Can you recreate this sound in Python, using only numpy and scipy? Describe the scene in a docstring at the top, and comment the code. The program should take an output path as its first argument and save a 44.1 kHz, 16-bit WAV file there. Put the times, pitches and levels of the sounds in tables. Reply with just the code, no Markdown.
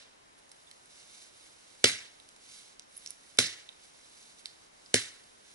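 """The echo of an earlier axe blow dies away in a still forest, over steady microphone hiss.
A jacket rustles in small grains of noise; twigs and chips tick, each a short burst of noise.
Then the axe bites into a standing spruce three times, at about 1.8, 3.4 and 4.9 s, with rustles and ticks between.
Each blow is a noise crack of splitting fibres, then a trunk knock of fading sine waves.
The nearest trunks return copies of the crack, and the forest answers with fading noise."""
import sys
import numpy as np
from scipy import signal
from scipy.fft import rfft, irfft
from scipy.io import wavfile

SR = 44100
rng = np.random.default_rng(int(sys.argv[2]) if len(sys.argv) > 2 else 0)


def voltage_ratio(level):
    """Linear amplitude factor for a level in decibels (scalar or array-like)."""
    return 10 ** (np.asarray(level, float) / 20)


def waveform_to_disk(signal):
    """Save audio, clipped to [-1, 1], as 16-bit WAV at the path in sys.argv[1]."""
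    frames = np.transpose(np.atleast_2d(signal))
    scaled = np.clip(frames, -1, 1) * 32767
    samples = np.round(scaled).astype(np.int16)
    wavfile.write(sys.argv[1], SR, samples)


N = 244314   # length in samples

# axe blows: start_s, crack_db, brightest_hz, knock_db, knock_tilt_db_per_octave
BLOWS = [(-.25, 13, 4450, -29, 0), (1.84, 10.5, 3440, -29.5, 3.5), (3.3857, 9, 5100, -32.5, -0.5),
         (4.9402, 8, 8400, -30, 2)]
# colour of splitting fibres: pitch_hz, level_db (per Hz)
CRACK_COLOUR = [(350, -60.5), (650, -9.5), (1000, -22), (1400, 1.5), (2000, 2), (2500, 4), (3000, 6),
                (5400, -0.5), (6600, 0), (9500, -6.5), (11000, -3.5), (14500, -3.5)]
# ringing tones of the trunk: pitch_hz, level_db, fade_by_60_db_s
TRUNK_TONES = [(116.5, -2.5, 0.14), (176, -8.5, 0.08), (257.8, 0.5, 0.11), (343.5, -1.5, 0.06),
               (398, 5, 0.06), (460, 10, 0.036), (561, -4, 0.072), (690, -15, 0.044)]
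# single echoes off the nearest trunks: delay_s, level_db, left_minus_right_db
NEAR_TRUNKS = [(0.0141, -11.5, -0.5), (0.0236, -25, 2), (.037, -20.5, 1), (0.053, -26.5, 3),
               (0.074, -35.5, -12)]
# colour of the forest echo: pitch_hz, level_db (per Hz)
FOREST_COLOUR = [(35, -47.5), (60, -5), (103, -5.5), (199, -4.5), (391, -11), (497, -16), (543, -16.5),
                 (957, -21.5), (1920, -0.5), (2500, -4), (2910, -4.5), (5600, -5), (10300, -11),
                 (11000, -7), (14300, -48), (22000, -120)]
# how long the forest echo takes to fall by 60 dB: pitch_hz, fade_s
FOREST_FADE = [(60, 0.54), (200, 0.23), (600, 0.66), (1050, 0.56), (1600, 0.5), (2100, 0.43), (2700, 0.5),
               (6000, 0.43), (11000, 0.37)]
# how alike left and right are in the forest echo: pitch_hz, likeness (1 = same, 0 = unrelated)
FOREST_LIKENESS = [(60, 0.66), (500, 0.91), (950, 0.23), (1600, 0.53), (3500, 1), (4100, .3), (5100, 0.76),
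                   (6400, 0.12), (11000, 0.29)]
# moves of the jacket: middle_s, half_length_s, level_db, high_hiss_against_rustle_db
RUBS = [(0, .04, -63, -24), (0.388, 0.014, -66.5, -1.5), (0.704, 0.3, -66.5, -6.5),
        (0.98, 0.082, -58.5, -13), (1.174, 0.14, -57, -9.5), (1.434, 0.11, -60.5, -6.5),
        (1.755, 0.28, -62.5, -10), (2.2, 0.43, -67.5, -6.5), (2.448, 0.055, -61, -10.5),
        (2.556, 0.086, -53.5, -9.5), (2.677, 0.079, -60, -13), (2.978, 0.074, -61, -2),
        (3.085, 0.067, -58.5, -4.5), (3.314, 0.19, -63, -6), (3.662, 0.25, -68, -7.5),
        (3.844, 0.064, -63, -8), (4.043, 0.2, -62.5, -10.5), (4.237, 0.14, -60, -8),
        (4.397, 0.019, -59.5, -5), (4.488, 0.08, -63.5, -9), (4.622, 0.073, -65.5, -8.5),
        (4.886, 0.2, -64, -11), (5.22, 0.21, -66, -6), (5.54, 0.13, -60.5, -10)]
# colour of the cloth: pitch_hz, level_db (per Hz)
RUSTLE_COLOUR = [(530, -41), (900, -24), (1540, -8.5), (1820, -27), (2120, -5), (2590, -5.5), (3780, -2.5),
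                 (5570, -1.5), (6650, -3), (10200, -9), (11000, -8), (14300, -61), (22000, -120)]
# colour of the microphone hiss: pitch_hz, level_db (per Hz)
HISS_COLOUR = [(12, -42), (20, -6.5), (64, -10), (145, -8), (174, -6.5), (288, -3.5), (439, -3),
               (514, -2.5), (995, -3), (1560, -6), (2940, -10), (3630, -10.5), (11000, -16.5), (14300, -54),
               (22000, -120)]
# how alike left and right are in the hiss: pitch_hz, likeness (-1 = opposite, 1 = same)
HISS_LIKENESS = [(60, 0.97), (130, 0.58), (270, -0.17), (600, -0.57), (1400, -0.68), (2300, 0.13),
                 (3300, 0.77), (4300, -0.84), (5500, 0.68), (7200, -0.95), (11000, 0.25)]
# ticks of twigs and chips: start_s, peak_db, pitch_hz, length_s, wide_snap_share (0 to 1)
TICKS = [(0.493, -45, 7200, .001, .5), (0.516, -34, 5560, 0.0023, 0.88), (0.671, -53, 3500, 0.0074, .01),
         (0.713, -30.5, 4200, 0.0014, 0.74), (0.858, -39.5, 9900, 0.0016, 0.74),
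         (2.2, -36.5, 3900, 0.001, 0.6), (2.2214, -56, 5500, .001, .4), (2.289, -36, 7460, 0.0014, 0.92),
         (2.363, -39, 5540, 0.0015, 0.88), (2.796, -24.5, 6000, 0.00025, 0.68),
         (2.8215, -45.5, 5400, 0.00044, .1), (2.965, -37.5, 10500, 0.0034, .05),
         (2.975, -36.5, 10540, 0.0029, .1), (3.0589, -47, 5600, 0.00099, .4),
         (3.0617, -20.5, 5300, 0.00051, 0.54), (3.074, -31.5, 5900, 0.0014, .2),
         (3.1055, -26.5, 10300, 0.00084, 0.32), (3.24, -56.5, 1820, 0.002, .05),
         (3.373, -30, 5600, 0.0011, 0.8), (3.69, -36.5, 3530, 0.0022, .12),
         (4.229, -41, 6000, 0.00048, 0.44), (4.387, -46, 5570, 0.0008, .4),
         (4.4576, -19.5, 4600, 0.00054, 0.51), (4.4632, -34, 5500, 0.00072, 0.76),
         (4.468, -34, 5500, 0.0016, 0.83), (4.861, -38, 5100, 0.0006, 0.43),
         (5.237, -46.5, 4550, 0.00083, 0.48), (5.241, -39, 4500, 0.00091, 0.77)]
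# the two ports resonate differently: pitch_hz, left_minus_right_db (before its share is taken)
PORT_BALANCE = [(700, 1), (1900, 0.5), (2250, 14.5), (2600, -4), (3100, 4), (3750, -15), (4500, -2),
                (5800, -7), (6400, -6.5), (7000, 8), (7600, -7), (9100, 6.5), (10000, -15.5), (10800, 1)]
# the ports also differ in phase: pitch_hz, left_lead_radians
PORT_PHASE = [(100, 0.5), (700, 0.1), (1050, -0.2), (1700, 1.1), (2350, -3), (2900, -1.52), (3650, -2.5),
              (4200, -5), (5000, -5.5), (6100, -5.5), (6700, -4.5), (7600, -5.5), (9000, -5.5), (10500, -5)]
# cut of the highest sounds: pitch_hz, gain_db
TOP_CUT = [(10980, 1), (11120, -23), (11600, -24.5), (14000, -67), (15000, -81)]

LEAD = SR // 2   # samples kept before the start, room for the earlier blow
RISE_S, RISE_AT_HZ, RISE_LAW = .0012, 4500, 0.2   # a brighter blow cracks faster
ECHO_DB = -6   # forest answer against the crack
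CONTACT_HZ = 680   # the soft wood spreads the push over a millisecond or so
RUB_EDGE = 2.3   # how squarely a rub swells and fades
RESTING_DB = -86   # the cloth at rest
HIGH_HISS_HZ, HIGH_HISS_WIDTH_HZ = 10300, 2200   # thin high part of the cloth sound
HISS_DB = -61   # microphone hiss


def rms_one(x):
    """Scale to an average strength (rms) of 1."""
    return x / np.sqrt(np.mean(x ** 2) + 1e-20)


def at_hz(points, hz):
    """Read a (pitch, value) table in between its points, on a log pitch axis."""
    table = np.array(points)
    return np.interp(np.log(hz + 1), np.log(table[:, 0]), table[:, 1])


def colour(x, points):
    """Filter with the gains of a (pitch_hz, gain_db) table, responding as early as it can (minimum phase)."""
    gain = voltage_ratio(at_hz(points, np.fft.rfftfreq(4096, 1 / SR)))
    cepstrum = irfft(np.log(gain))
    # fold the second half onto the first, so nothing sounds ahead of its cause
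    cepstrum[1:2048] *= 2
    cepstrum[2049:] = 0
    response = irfft(np.exp(rfft(cepstrum)))
    return signal.oaconvolve(x, response)[:len(x)]


def resonance(x, hz, width_hz):
    """Let through one band, like something that rings at one pitch; gain about 1 at its peak."""
    r = np.exp(-np.pi * width_hz / SR)
    top = [(1 - r * r) / 2, 0, (r * r - 1) / 2]
    bottom = [1, -2 * r * np.cos(2 * np.pi * hz / SR), r * r]
    return signal.lfilter(top, bottom, x)


def stereo_noise(size, spectrum, likeness):
    """Spectrum of left and right noise whose likeness depends on pitch, and its frequencies."""
    hz = np.fft.rfftfreq(size, 1 / SR)
    mid, side = rfft(rng.standard_normal((2, size)))
    alike = np.clip(at_hz(likeness, hz), -.99, .99)
    pair = np.sqrt(1 + alike) * mid + np.sqrt(1 - alike) * side * [[1], [-1]]
    return voltage_ratio(at_hz(spectrum, hz)) * pair, hz


def drift(rate_hz, size):
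    """Slow random wandering of rms 1, made by smoothing noise twice."""
    r = np.exp(-2 * np.pi * rate_hz / SR)
    wander = signal.lfilter([1], [1, -2 * r, r * r], rng.standard_normal(size + 4000))
    return rms_one(wander[4000:])   # leave out the settling


def near_echoes(x):
    """The nearest trunks each return one delayed copy, louder on one side."""
    out = x
    for delay_s, db, pan_db in NEAR_TRUNKS:
        gain = voltage_ratio(db + np.array([[pan_db], [-pan_db]]) / 2)
        out = out + gain * np.roll(x, round(delay_s * SR))
    return out


def forest():
    """Echo of many trunks: clumpy noise that builds up quickly and dies band by band."""
    size = SR * 3 // 4
    noise, hz = stereo_noise(size, FOREST_COLOUR, FOREST_LIKENESS)
    t, out = np.arange(size) / SR, 0
    together = drift(92, size)   # shared by all bands
    for centre in 2 ** np.arange(5, 14, 1 / 3):
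        band = np.clip(1 - 3 * np.abs(np.log2((hz + 1) / centre)), 0, 1)
        clumps_db = 0.78 * together + 1.85 * drift(35, size)
        # near trunks answer strongly, far ones keep a faint echo going: the fall slows down
        fade_s = max(at_hz(FOREST_FADE, centre), .05)
        fall_db = 60 * (t / fade_s) ** 0.88
        out = out + irfft(noise * band, size) * voltage_ratio(clumps_db - fall_db)
    out = out * (1 - np.exp(-(t / 0.0025) ** 2))
    return out / np.sqrt(np.mean(np.sum(out ** 2, axis=1)))


def fibre_crack(t, bright_hz):
    """Splitting fibres: uneven noise snaps that swell for a few ms, strongest around one band."""
    rise_s = RISE_S * (RISE_AT_HZ / bright_hz) ** RISE_LAW
    snaps = rng.standard_normal(len(t)) * voltage_ratio(1.33 * rng.exponential(1, len(t)).clip(0, 3))
    snaps *= (t / rise_s) ** 2 * np.exp(-(t / (2.46 * rise_s)) ** 2)   # stops short when the blade sticks
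    crack = colour(snaps + 1.36 * resonance(snaps, bright_hz, width_hz=1050), CRACK_COLOUR)
    return crack / np.sqrt(np.sum(crack ** 2))


def trunk_knock(t, tilt_db):
    """The trunk rings in several fading tones; where the blade lands tilts their balance."""
    knock = 0
    for hz, db, fade_s in TRUNK_TONES:
        level_db = db + tilt_db * np.log2(hz / 250) - 60 * t / fade_s
        knock = knock + voltage_ratio(level_db) * np.sin(2 * np.pi * hz * t)
    knock = knock * (1 - np.exp(-(t / 0.00054) ** 2))
    soft_contact = signal.butter(2, CONTACT_HZ, fs=SR, output="sos")
    return signal.sosfilt(soft_contact, knock)


def axe():
    """Fibres snap for a few ms, the trunk knocks just after, the trees around throw the blow back."""
    cracks, knocks = np.zeros(N + LEAD), np.zeros(N + LEAD)
    echo = np.zeros((2, N + LEAD + SR))
    t = np.arange(SR // 4) / SR
    for start_s, crack_db, bright_hz, knock_db, tilt_db in BLOWS:
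        at = LEAD + round(start_s * SR)
        cracks[at:at + len(t)] += voltage_ratio(crack_db) * fibre_crack(t, bright_hz)
        bite = at + round(0.0024 * SR)   # the trunk rings once the blade has bitten
        knocks[bite:bite + len(t)] -= voltage_ratio(knock_db) * trunk_knock(t, tilt_db)
        answer = forest()
        answer = answer + .5 * resonance(answer, bright_hz, width_hz=5600)
        echo[:, at:at + answer.shape[1]] += voltage_ratio(crack_db + ECHO_DB) * answer
    no_deep_bass = signal.butter(4, 92, "high", fs=SR, output="sos")   # the trunk radiates none
    blows = near_echoes(cracks) + knocks + echo[:, :N + LEAD]
    return signal.sosfilt(no_deep_bass, blows)[:, LEAD:]


def jacket():
    """Stiff cloth rubs in dense fine grains, one swell for each move of the arms."""
    now = np.arange(N) / SR
    rustle_gain, high_gain = voltage_ratio(RESTING_DB), 0
    for middle_s, half_s, db, high_db in RUBS:
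        swell = voltage_ratio(db) * np.exp(-np.abs((now - middle_s) / half_s) ** RUB_EDGE)
        rustle_gain = np.hypot(rustle_gain, swell)
        high_gain = np.hypot(high_gain, voltage_ratio(high_db) * swell)
    grains = rng.standard_normal((4, N)) * voltage_ratio(1.35 * rng.exponential(1, (4, N)).clip(0, 4))
    # grains 0 and 3 reach both sides; grains 1 and 2 are the scattered part, one for each side
    rustle = np.array([colour(grains[0] + .5 * g, RUSTLE_COLOUR) for g in grains[1:3]])
    high = grains[3] + 0.22 * grains[1:3]
    for _ in range(2):
        high = resonance(high, HIGH_HISS_HZ, HIGH_HISS_WIDTH_HZ)
    flicker = voltage_ratio(1.2 * drift(40, N))
    return rms_one(rustle) * rustle_gain * flicker + rms_one(high) * high_gain


def microphone_hiss():
    """Steady coloured noise of the microphone, left and right alike or opposite depending on pitch."""
    spectrum, _ = stereo_noise(N, HISS_COLOUR, HISS_LIKENESS)
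    return voltage_ratio(HISS_DB) * rms_one(irfft(spectrum, N))


def ticks():
    """Twigs and chips: short noise bursts in bands, narrower the longer they last, plus a wide snap."""
    out, t = np.zeros(N), np.arange(SR // 20) / SR
    wide = signal.butter(3, 2000, "high", fs=SR, output="sos")
    for start_s, db, hz, length_s, share in TICKS:
        shape = np.exp(-t / max(length_s, .0002)) * (1 - np.exp(-t / (0.33 * length_s)))
        burst = rng.standard_normal(len(t)) * shape
        burst[3] += 2.5   # one fibre parts first
        ring = rms_one(resonance(burst, hz, width_hz=0.43 / length_s))
        snap = rms_one(signal.sosfilt(wide, burst))
        tick = (1 - share) * ring + share * snap
        out[round(start_s * SR):][:len(t)] += voltage_ratio(db) * tick / np.abs(tick).max()
    answer = signal.oaconvolve(out[None], forest())[:, :N]   # the forest answers faintly
    return out + voltage_ratio(-14.0) * answer


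def scene():
    """Axe, jacket and ticks together."""
    return axe() + jacket() + ticks()


def ports(x, share):
    """Each side takes the phase of its own port, and a share of that port's colour."""
    hz, side = np.fft.rfftfreq(N, 1 / SR), np.array([[.5], [-.5]])
    gain = voltage_ratio(share * side * at_hz(PORT_BALANCE, hz))
    turn = np.exp(1j * side * at_hz(PORT_PHASE, hz))
    return irfft(rfft(x) * gain * turn, N)


def low_pass(x):
    """Removes everything above the highest recorded frequency."""
    return signal.sosfilt(signal.butter(12, 12260, fs=SR, output="sos"), x)


def record(dry):
    """Sound enters by two unlike ports, the microphone adds its steady hiss, the top is cut."""
    heard = ports(dry, share=0.99) + ports(microphone_hiss(), share=0.073)
    mix = np.array([colour(channel, TOP_CUT) for channel in heard])
    return low_pass(mix)


dry = scene()
out = record(dry)
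waveform_to_disk(out)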